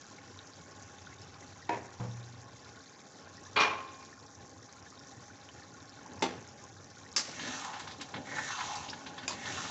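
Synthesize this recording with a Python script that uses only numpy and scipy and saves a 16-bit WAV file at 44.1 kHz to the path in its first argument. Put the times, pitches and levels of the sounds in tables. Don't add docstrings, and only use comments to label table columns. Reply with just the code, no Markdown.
import sys
import numpy as np
from scipy import signal
from scipy.fft import rfft, irfft, next_fast_len
from scipy.io import wavfile
from scipy.ndimage import uniform_filter1d

SR = 44100
rng = np.random.default_rng(int(sys.argv[2]) if len(sys.argv) > 2 else 0)


def decibels_to_gain(level_db):
    exponent = np.asarray(level_db, float) / 20
    return 10 ** exponent


def wav_record(signal):
    frames = np.transpose(np.atleast_2d(signal))
    bounded = np.clip(frames, -1, 1)
    quanta = np.round(bounded * 32767).astype(np.int16)
    wavfile.write(sys.argv[1], SR, quanta)


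N = 427769

# freq_hz [Hz], density_db [dB per Hz]
ROAR_SPECTRUM = [(25, -31), (48, -23.5), (62, -16.5), (95, 3.5), (130, -4), (220, -6.5), (330, -8),
                 (530, -9.5), (700, -14), (1200, -24), (1500, -21.5), (2300, -24), (2900, -15.5),
                 (5000, -73)]
# centre_s [s], lift_db [dB], half_length_s [s]
DRAUGHTS = [
    (6.13, 4, 0.23),
    (9.6, 5.5, 0.84),
]
# centre_s [s], lift_db [dB], half_length_s [s]
RUMBLE_GUSTS = [(.15, -8, .1), (1.3, 3, 0.1), (3.0, -22, 0.18), (3.4, 4, .12), (3.95, -6, .12),
                (4.4, 1, 0.13), (4.9, -6, 0.054), (5.3, 0, .08), (6.1, -2.5, 0.13), (6.7, 3.5, 0.28),
                (7.7, -12, 0.087), (9.1, -8.5, 0.17)]
# freq_hz [Hz], width_hz [Hz], lift_db [dB over surroundings]
PAN_RESONANCES = [(273.3, 23.5, 8), (819.7, 97, 15), (1090, 64, 18), (1460, 190, 10), (1717, 215, 7.5),
                  (2230, 54, 7), (2690, 38, 9), (3660, 270, -1)]

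# freq_hz [Hz], density_db [dB per Hz]
FIZZ_SPECTRUM = [(1800, -38.5), (2400, -18.5), (2900, -15.5), (3300, -1.5), (4300, -8), (5900, 3),
                 (6800, 2), (7600, -5.5), (8500, -36)]
# start_s [s], peak_db [dB], pitch_hz [Hz]
TICKS = [(0.0138, -42, 6540), (0.0666, -45, 6270), (0.3741, -45, 5730), (0.3905, -38, 3700),
         (0.5356, -45, 4410), (0.7192, -47, 5050), (0.8249, -40.5, 6150), (1.066, -47, 3480),
         (1.2195, -41, 5100), (1.8651, -58, 6570), (2.114, -46, 3660), (2.1719, -48, 6600),
         (2.3275, -50, 3970), (2.6902, -47, 5770), (3.3702, -42, 5270), (3.4525, -48, 5100),
         (3.9459, -49, 4470), (4.1924, -45, 5430), (4.352, -42, 5770), (4.4951, -44, 6020),
         (4.6278, -43, 5480), (4.7266, -41, 6040), (4.8263, -45, 5400), (4.9939, -41, 5330),
         (5.4893, -40, 2880), (5.8949, -41, 5240), (6.0627, -43, 5860), (6.4761, -42, 6300),
         (6.8447, -41, 5800), (7.1166, -42, 5270), (7.128, -39, 6500), (7.138, -48, 3800),
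         (0.043, -47, 5740), (0.101, -47, 6430), (0.189, -53, 4110), (0.2777, -47, 5330),
               (0.4728, -45, 5100), (0.6394, -47, 6160), (0.6918, -49, 6840), (0.9852, -47, 3480),
               (1.0216, -52, 5000), (2.2298, -48, 3670), (2.4069, -47, 4710), (2.807, -47, 4090),
               (3.5324, -44, 5930), (4.0594, -49, 4040), (4.133, -49, 5470), (4.2642, -45, 5610),
               (4.799, -49, 6060), (4.9034, -43, 5810), (4.9744, -53, 3600), (5.0719, -43, 5660),
               (5.1213, -46, 5630), (5.2273, -47, 6010), (5.2809, -46, 5870), (5.414, -49, 3830),
               (5.5358, -49, 5740), (5.6084, -46, 5650), (5.6344, -46, 4240), (6.0317, -48, 6300),
               (6.135, -42, 6350), (6.1938, -42, 5300), (6.395, -51, 6840), (6.4268, -46, 6090),
               (6.488, -43, 5320), (6.6403, -39.5, 6560), (6.9072, -50, 5480), (6.983, -46, 5800)]
# start_s [s], peak_db [dB], pitch_hz [Hz]
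BLIPS = [(0.185, -40, 2160), (0.8949, -47, 1380), (1.0704, -38, 1460), (1.1272, -44, 2020),
         (1.426, -43.5, 2000), (1.626, -41, 1890), (2.7734, -44.5, 1450), (3.272, -44.5, 1560),
         (3.3796, -43, 1850), (3.46, -43, 1680), (4.128, -39, 1750), (4.688, -48, 1530),
         (4.8634, -38.5, 1670), (5.3009, -41.5, 1450), (5.6227, -44, 1750), (5.7437, -45, 1400),
         (5.9877, -44, 1390), (6.0561, -54, 1650), (6.766, -45, 1630), (6.9705, -44, 1430),
         (7.0636, -42, 1910),
         (0.0408, -47, 1560), (0.2994, -52, 1520), (0.623, -49, 1100), (1.2694, -53, 1500),
               (1.8851, -44, 1740), (2.2792, -49, 1610), (2.5538, -52, 1120), (2.9494, -54, 1550),
               (3.9594, -47, 1100), (4.02, -48, 1150), (4.1759, -48, 1400), (4.3984, -53, 1740),
               (4.7636, -46, 1340), (5.0549, -52, 1570), (5.199, -49, 1100), (5.4094, -51, 1630),
               (5.5857, -49, 1710), (5.8396, -53, 1130), (6.3744, -47, 1710), (6.6084, -51, 1170),
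               (7.0494, -47, 1770)]
# centre_s [s], share [0-1], half_length_s [s]
LULLS = [(1.5, 0.05, .1), (1.85, 0.5, .08), (2.5, 0.06, 0.19), (3.0, 0.34, 0.25), (3.45, 0, 0.11),
         (4.14, 0.47, 0.061), (4.3, .7, 0.056), (4.6, 0.5, 0.23), (4.92, 0.3, 0.072), (5.12, 0.5, 0.081),
         (5.28, 0.4, .06), (5.75, 0.27, 0.13), (6.05, 0.04, 0.054), (6.5, 0.2, .12), (6.8, 0.44, 0.12)]

# start_s [s], rattle_db [dB], rise_s [s], rattle_length_s [s]
KNOCKS = [
    (1.691, -42, 0.0036, 0.048),
    (1.997, -45, 0.0045, 0.062),
    (3.559, -27.5, 0.0088, 0.073),
    (6.222, -33, 0.002, 0.0074),
    (7.162, -27.5, 0.0016, 0.008),
    (9.279, -38, 0.00051, 0.0011),
]
# crack_db [dB re rattle], ring_db [dB re rattle], t60_s [s], looseness [0-1]
STRUCK_THINGS = [
    (11, 9, 0.77, 0.6),
    (0, 5.5, 0.26, 0.46),
    (-4.5, -0.3, 0.61, 0.45),
    (1, 4, 0.48, 0.36),
    (-4, 0, 0.61, 0.57),
    (7.5, 5.5, 0.85, 0.2),
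]
# freq_hz [Hz], density_db [dB per Hz]
KNOCK_SPECTRA = [
    [(80, -18), (330, -7.5), (900, -7.5), (1250, -20), (1700, -12), (2680, -15.5), (2850, -25),
     (7500, -33.5)],
    [(100, 11), (300, -5), (950, -2), (1600, -12.5), (3000, -23), (7500, -25)],
    [(100, -16), (420, -14), (1030, 0.5), (1740, -7), (2500, -4.5), (4400, -12.5), (5000, -22.5),
     (8000, -36)],
    [(100, -30), (430, -6), (850, -14.5), (1300, -15.5), (3500, -16.5), (8000, -24.5)],
    [(200, -18), (700, -22), (1700, -15), (3400, -15.5), (5300, -5), (7500, -10.5), (8600, -23)],
    [(200, 1), (400, -12), (1000, -9), (1800, -13), (4000, -8.5), (7200, -9.5), (8600, -27)],
]
# freq_hz [Hz], level_db [dB], t60_s [s]
KITCHEN_MODES = [
    [(117, -17, 1.2), (323, -5, .22), (408, -14, .4), (482, -7, .15), (590, -12, .2), (703, -12, .25),
     (949, -1, .22), (955, -12, .7), (1040, -15, .2), (1750, -15, .2), (2520, -13, .07)],
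    [(119, 3, 1.3), (107, -7, .7), (190, -7, .6), (320, -13, .3), (493, -10, .3), (544, -15, .3)],
    [(412, -14, .85), (440, -11, .5), (542, -14, .7), (845, -13, .5), (980, -9, .3), (1058, -8, 1.0),
     (1080, -9, 1.1), (1142, -9, .7), (322, -15, .9), (1590, -11, .3), (2412, -4, .3), (2433, -4, .28),
     (2422, -18, 1.2), (2885, -14, .4), (4506, -17, .23)],
]
# freq_hz [Hz], level_db [dB], t60_s [s]
UTENSIL_MODES = [
    [(182, -12, .3), (256, -8, .35), (338, -9, .25), (420, -6, .25), (2940, -13, .2), (805, 0, .2),
     (900, 3, .13), (2090, -12, .2), (2600, -9, .1), (3450, -10, .12), (4400, -15, .2), (4840, -11, .15),
     (6000, -17, .25)],
    [(1190, -10, .12), (1631, -17, .15), (2110, -14, .1), (2700, -8, .06), (4646, -12, .2),
     (4980, -10, .19), (5398, -6, .17), (5424, -10, .35), (5593, -12, .25), (6261, -6, .2), (6869, -12, .2)],
    [(1090, -8, .2), (2492, -3, .1), (4800, -3, .08), (5500, -9, .08), (6500, -8, .12), (7160, -1, .12)],
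]
# start_s [s], level_db [dB], rise_s [s], pitch_hz [Hz], t60_s [s]
BOUNCES = [(3.596, -37, 0.0086, 5550, 0.3), (1.733, -42, 0.0089, 925, 0.15),
           (7.167, -23, .001, 5560, 0.033), (3.568, -31, .001, 2380, 0.041), (9.3, -41.5, .004, 1020, 0.15),
           (9.316, -44, .003, 4570, .06), (6.053, -50, 0.0054, 870, 0.11), (6.056, -49, .005, 260, .15),
           (6.085, -45, .005, 248, 0.11), (6.133, -55.5, .005, 930, 0.13), (6.135, -44, 0.0065, 246, 0.16),
           (6.163, -56, .004, 910, .1), (6.198, -48, .004, 910, 0.084), (7.28, -44, .004, 583, 0.07),
           (7.462, -38.5, .006, 260, 0.16), (8.897, -40.5, 0.0022, 5200, 0.093)]

# start_s [s], length_s [s], scrape_db [dB], sizzle_db [dB], sizzle_length_s [s]
STROKES = [
    (7.296, .4, -43, -43.5, .25),
    (8.244, .5, -42, -45, .48),
    (9.342, .4, -43, -45, .4),
]
# start_s [s], knock_db [dB], splash_db [dB re knock], splash_hz [Hz], t60_s [s]
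CATCHES = [(7.391, -32, -1.5, 2930, 0.12), (7.644, -30.5, -4.5, 6360, 0.052),
           (7.729, -35.5, -3.5, 3080, 0.43), (7.794, -33, -3.5, 3800, 0.17), (7.871, -33.5, -4, 3760, 0.14),
           (7.908, -37, 1.5, 3700, 0.094), (8.009, -58, 22, 6700, 0.067), (7.791, -59, 19, 6600, .1),
           (7.996, -39, -4, 3000, .06), (8.008, -32, 0.5, 3580, 0.12), (7.325, -36.5, -14, 2500, 0.12),
           (8.314, -30.5, -20, 2400, .1), (8.365, -30, -18, 3000, .06), (8.585, -29, -11, 3000, 0.099),
           (8.084, -42, 0, 5000, 0.041), (8.139, -22.5, -9, 2870, 0.038), (8.157, -30.5, -5.5, 2840, 0.12),
           (8.27, -32.5, -22, 6400, 0.067), (8.381, -18.5, -21, 5250, 0.089), (8.403, -34, -26, 2670, 0.1),
           (8.504, -26.5, -11, 4350, 0.063), (8.604, -24, -12, 3010, 0.15),
           (8.752, -54.5, 24.5, 5500, 0.05), (8.883, -45.5, 12.5, 3380, 0.078),
           (8.93, -29, -8.5, 3270, 0.04), (9.06, -33.5, -1.5, 3300, 0.12), (9.166, -51, 3, 3100, 0.098),
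           (9.177, -31.5, -6, 3520, 0.14), (9.226, -33.5, -7, 3200, 0.13), (9.453, -31, -2, 3520, 0.12)]
# freq_hz [Hz], density_db [dB per Hz]
EDGE_SPECTRUM = [(500, -24), (900, 0.5), (1400, -4), (1850, 0), (2400, -4.5), (3200, -29)]
# freq_hz [Hz], density_db [dB per Hz]
SLIP_SPECTRUM = [(450, -24), (700, 8.5), (1650, 3.5), (1810, 12), (1980, 8.0), (2300, 10.0), (3000, -47.0)]
# freq_hz [Hz], density_db [dB per Hz]
SIZZLE_SPECTRUM = [(1180, -33.5), (2000, -23), (2430, -9.5), (3790, -5.5), (5000, -11.5), (6490, -5.5),
                   (7540, -14.5), (8460, -23.5), (11000, -73.5), (18600, -120)]
# freq_hz [Hz], density_db [dB per Hz]
SLOSH_SPECTRUM = [(29, -51), (50, -32.5), (114, -5), (248, 0), (324, -7.5), (613, -5.5), (800, -13),
                  (1040, -18.5), (1760, -120)]
# centre_s [s], lift_db [dB], half_length_s [s]
SURGES = [
    (7.48, 11, 0.13),
    (8.18, 11.5, 0.047),
    (8.4, 10.5, 0.16),
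    (8.6, -11.5, 0.18),
    (9.0, 5, 0.39),
    (9.6, 7, 0.17),
]


def evened(x):
    return x / np.sqrt(np.mean(x ** 2) + 1e-20)


def add(mix, start_s, sound):
    part = mix[round(start_s * SR):][:len(sound)]
    part += sound[:len(part)]


def coloured(x, spectrum, pan=0.):
    hz = abs(np.fft.fftfreq(8192, 1 / SR))
    points_hz, points_db = np.transpose(spectrum)
    db = np.interp(np.log(hz + 1), np.log(points_hz), points_db, left=-60, right=-80)
    for mode_hz, width_hz, lift_db in PAN_RESONANCES:
        db = db + pan * lift_db / (1 + (2 * (hz - mode_hz) / width_hz) ** 2)
    log_gain = np.log(decibels_to_gain(np.maximum(db, -100)))
    response = np.exp(np.conj(signal.hilbert(log_gain)))
    taps = np.fft.ifft(response).real[:4096]
    return evened(signal.oaconvolve(x, taps)[:len(x)])


def resonate(x, hz, width_hz):
    turn = np.exp(2j * np.pi * np.cumsum(hz * np.ones(len(x))) / SR)
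    pole = np.exp(-np.pi * width_hz / SR)
    smooth = signal.lfilter([1 - pole], [1, -pole], x / turn)
    return 2 * (turn * smooth).real


def wander(rate_hz, size=N):
    padded = next_fast_len(size)
    hz = np.fft.rfftfreq(padded, 1 / SR)
    spectrum = rfft(rng.standard_normal(padded)) / (1 + (hz / rate_hz) ** 2)
    return evened(irfft(spectrum, padded)[:size])


def clicks(per_s, spread_db):
    size = decibels_to_gain(spread_db * np.minimum(rng.exponential(1, N), 4))
    sign = np.sign(rng.random(N) - .5)
    return size * sign * (rng.random(N) < per_s / SR)


def patchy(x, patch_db, frames=16, bins=8):
    z = signal.stft(x, nperseg=512, noverlap=384)[2]
    field = rng.standard_normal(z.shape)
    for _ in range(2):
        field = uniform_filter1d(field, bins, 0, mode="wrap")
        field = uniform_filter1d(field, frames, 1, mode="wrap")
    z = z * decibels_to_gain(patch_db * evened(field))
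    return evened(signal.istft(z, nperseg=512, noverlap=384)[1][:N])


def swells(rows):
    t = np.arange(N) / SR
    return sum(lift * np.exp(-((t - centre_s) / half_s) ** 2) for centre_s, lift, half_s in rows)


def surroundings(x, t60_s, wet_db, gap_s=0.0022):
    t = np.arange(round(.25 * SR)) / SR
    tail = rng.standard_normal(len(t)) * decibels_to_gain(-60 * t / t60_s) * (t > gap_s)
    return x + decibels_to_gain(wet_db) * signal.oaconvolve(x, tail / np.linalg.norm(tail))[:N]


def burner():
    roar = coloured(rng.standard_normal(N) * decibels_to_gain(1.5 * wander(34)), ROAR_SPECTRUM, pan=0.87)
    roar = patchy(roar, patch_db=1.5)
    rumble = resonate(roar, hz=100, width_hz=91)
    roar = roar + (decibels_to_gain(swells(RUMBLE_GUSTS)) - 1) * rumble
    hum_hz, hum_width_hz, hum_db, roar_db = 98.4, 7.6, -70, -54
    hum = resonate(rng.standard_normal(N), hum_hz, hum_width_hz)
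    hum = evened(resonate(hum, hum_hz, hum_width_hz))
    return decibels_to_gain(roar_db + swells(DRAUGHTS)) * roar + decibels_to_gain(hum_db) * hum


def bubble(hz, turns, glide):
    u = np.arange(round(5 * turns / hz * SR)) / SR * hz / turns
    tone = np.sin(2 * np.pi * turns * (u + glide * u ** 2 / 2))
    return tone * np.exp(-u) * (1 - np.exp(-8 * u))


def swarm(low_hz, high_hz, per_s, spread_db, turns, glide, count=9):
    train = clicks(per_s, spread_db)
    size = rng.integers(0, count, N)
    out = np.zeros(N)
    for k, hz in enumerate(np.geomspace(low_hz, high_hz, count)):
        out += signal.oaconvolve(train * (size == k), bubble(hz, turns, glide))[:N]
    return evened(out)


def simmer():
    crackle = evened(clicks(1200 * decibels_to_gain(5.1 * wander(35)), spread_db=4.0))
    fizz = patchy(coloured(crackle + 0.57 * rng.standard_normal(N), FIZZ_SPECTRUM), patch_db=1.5)
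    small = decibels_to_gain(-2.5) * swarm(3600, 6900, per_s=300, spread_db=2.6, turns=3.2, glide=.02)
    middle = decibels_to_gain(-1.1) * swarm(1000, 2300, per_s=260, spread_db=2.6, turns=4.5, glide=.04)
    out = decibels_to_gain(-62) * (fizz + small + middle)
    for start_s, peak_db, hz in TICKS:
        add(out, start_s, decibels_to_gain(peak_db + 6.0) * bubble(hz, turns=3.6, glide=0.022))
    for start_s, peak_db, hz in BLIPS:
        add(out, start_s, decibels_to_gain(peak_db - 0.5) * bubble(hz, turns=6.8, glide=0.016))
    return surroundings(out, t60_s=.06, wet_db=-8)


def pot():
    out = burner() + simmer()
    out = out - np.clip(swells(LULLS), 0, .9) * resonate(out, hz=2800, width_hz=1350)
    return out - 0.7 * resonate(out, hz=2830, width_hz=400)


def knock(rattle_db, rise_s, length_s, crack_db, ring_db, t60_s, looseness, spectrum, modes):
    t = np.arange(round(.8 * SR)) / SR
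    size = len(t)
    onset = np.clip(t / max(rise_s, 1e-4), 0, 1)
    after_s = np.maximum(t - length_s, 0)
    noise = coloured(rng.standard_normal(size), spectrum)
    bass = signal.sosfilt(signal.butter(1, 1500, fs=SR, output="sos"), noise)
    rattle = bass * decibels_to_gain(-60 * after_s / t60_s) + (noise - bass) * decibels_to_gain(-60 * after_s / (0.29 * t60_s))
    rattle = rattle * decibels_to_gain(2.5 * wander(90, size))
    crack = noise * decibels_to_gain(crack_db - 60 * np.maximum(t - rise_s, 0) / 0.02)
    ring = np.zeros(size)
    settle_s = 0.074
    waver = looseness * (.3 + .7 * np.exp(-t / settle_s))
    for hz, db, ring_s in modes:
        strength = decibels_to_gain(3.5 * waver * wander(16, size))
        phase = waver * wander(16, size) + 2 * np.pi * rng.random()
        decay = decibels_to_gain(db - 60 * np.maximum(t - 0.9 * length_s, 0) / ring_s)
        ring += decay * strength * np.cos(2 * np.pi * hz * t + phase)
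    return onset * decibels_to_gain(rattle_db) * (crack + rattle + decibels_to_gain(ring_db) * ring)


def burst(db, rise_s, spectrum, t60_s, pan=0.):
    t = np.arange(round(.3 * SR)) / SR
    noise = coloured(rng.standard_normal(len(t)), spectrum, pan)
    decay = decibels_to_gain(db - 60 * np.maximum(t - rise_s, 0) / max(t60_s, .005))
    return decay * noise * np.clip(t / max(rise_s, 1e-3), 0, 1)


def knocks():
    out = np.zeros(N)
    all_modes = KITCHEN_MODES + UTENSIL_MODES
    for (start_s, *blow), thing, spectrum, modes in zip(KNOCKS, STRUCK_THINGS, KNOCK_SPECTRA, all_modes):
        add(out, start_s, knock(*blow, *thing, spectrum, modes))
    for start_s, db, rise_s, hz, t60_s in BOUNCES:
        spectrum = [(.75 * hz, -15), (hz, 0), (1.22 * hz, -12), (1.5 * hz, -30)]
        add(out, start_s, burst(db, rise_s, spectrum, t60_s))
    return surroundings(out, t60_s=.2, wet_db=-12, gap_s=.004)


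def stroke_power(start_s, length_s, db, rise_s, first_db, fall_db_per_s):
    u = np.arange(N) / SR - start_s
    growth_db = first_db * np.clip(1 - u / rise_s, 0, 1)
    fall_db = fall_db_per_s * np.maximum(u - length_s, 0)
    return decibels_to_gain(2 * (db + growth_db - fall_db)) * np.clip(u / 0.017, 0, 1)


def strokes():
    t = np.arange(N) / SR
    rest_scrape_db, rest_sizzle_db = -65.5, -63.5
    hollow_top_hz, hollow_low_hz, deepen_s = 2120, 834, 0.47
    scrape, sizzle, depth = decibels_to_gain(2 * rest_scrape_db), decibels_to_gain(2 * rest_sizzle_db), np.ones(N)
    for start_s, length_s, scrape_db, sizzle_db, bare_s in STROKES:
        scrape = scrape + stroke_power(start_s, length_s, scrape_db, 0.16, -14.5, fall_db_per_s=58)
        sizzle = sizzle + stroke_power(start_s, bare_s, sizzle_db, 0.18, -13, fall_db_per_s=57.5)
        depth = np.where(t > start_s, np.clip((t - start_s) / deepen_s, 0, 1) ** 0.98, depth)
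    hollow_hz = hollow_top_hz + (hollow_low_hz - hollow_top_hz) * depth
    return np.sqrt(scrape), np.sqrt(sizzle), hollow_hz


def spatula():
    scrape_gain, sizzle_gain, hollow_hz = strokes()
    slips = evened(clicks(2500 * decibels_to_gain(3.4 * wander(46)), spread_db=1.0)) + 0.4 * rng.standard_normal(N)
    body = coloured(slips, SLIP_SPECTRUM, pan=0.56)
    hollow = evened(resonate(resonate(body, hollow_hz, 900), hollow_hz, 950))
    scrape = patchy(.5 * body + hollow, patch_db=1.4)
    spits = evened(clicks(1800 * decibels_to_gain(3.0 * wander(40)), spread_db=3.5)) + .8 * rng.standard_normal(N)
    sizzle = patchy(coloured(spits, SIZZLE_SPECTRUM, pan=.8), patch_db=1.3)
    slosh = coloured(rng.standard_normal(N) * decibels_to_gain(2.0 * wander(14)), SLOSH_SPECTRUM, pan=.8)
    slosh_gain = decibels_to_gain(-58 + swells(SURGES))
    enter_s = 7.25
    inside = np.clip((np.arange(N) / SR - enter_s) / 0.012, 0, 1)
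    out = inside * (scrape_gain * scrape + sizzle_gain * sizzle + slosh_gain * slosh)
    for start_s, db, splash_db, hz, t60_s in CATCHES:
        splash_spectrum = [(.45 * hz, -25), (.8 * hz, -3), (hz, 0), (1.3 * hz, -4), (2.2 * hz, -20)]
        contact = burst(db - 11.0, 0.0028, EDGE_SPECTRUM, t60_s, pan=0.75)
        splash = burst(db - 9.5 + splash_db, 0.0065, splash_spectrum, t60_s)
        add(out, start_s, contact + splash)
    return surroundings(out, t60_s=0.08, wet_db=-7)


def scene():
    return (pot() + knocks() + spatula())[None]


def low_pass(x):
    return signal.sosfilt(signal.butter(12, 15500, fs=SR, output="sos"), x)


def record(dry):
    edge_hz, width_hz, hiss_db = 8370, 950, -96
    points_hz = [0, edge_hz - width_hz, edge_hz, edge_hz + .45 * width_hz, SR / 2]
    limit = signal.firwin2(1023, points_hz, decibels_to_gain([0, 0, -24, -70, -90]), fs=SR, window=("kaiser", 8))
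    x = signal.oaconvolve(dry, limit[None], "same")
    highpass = signal.butter(8, 15500, fs=SR, output="sos")
    hiss = signal.sosfilt(highpass, rng.standard_normal(x.shape))
    return low_pass(x + decibels_to_gain(hiss_db) * hiss)


dry = scene()
out = record(dry)
wav_record(out)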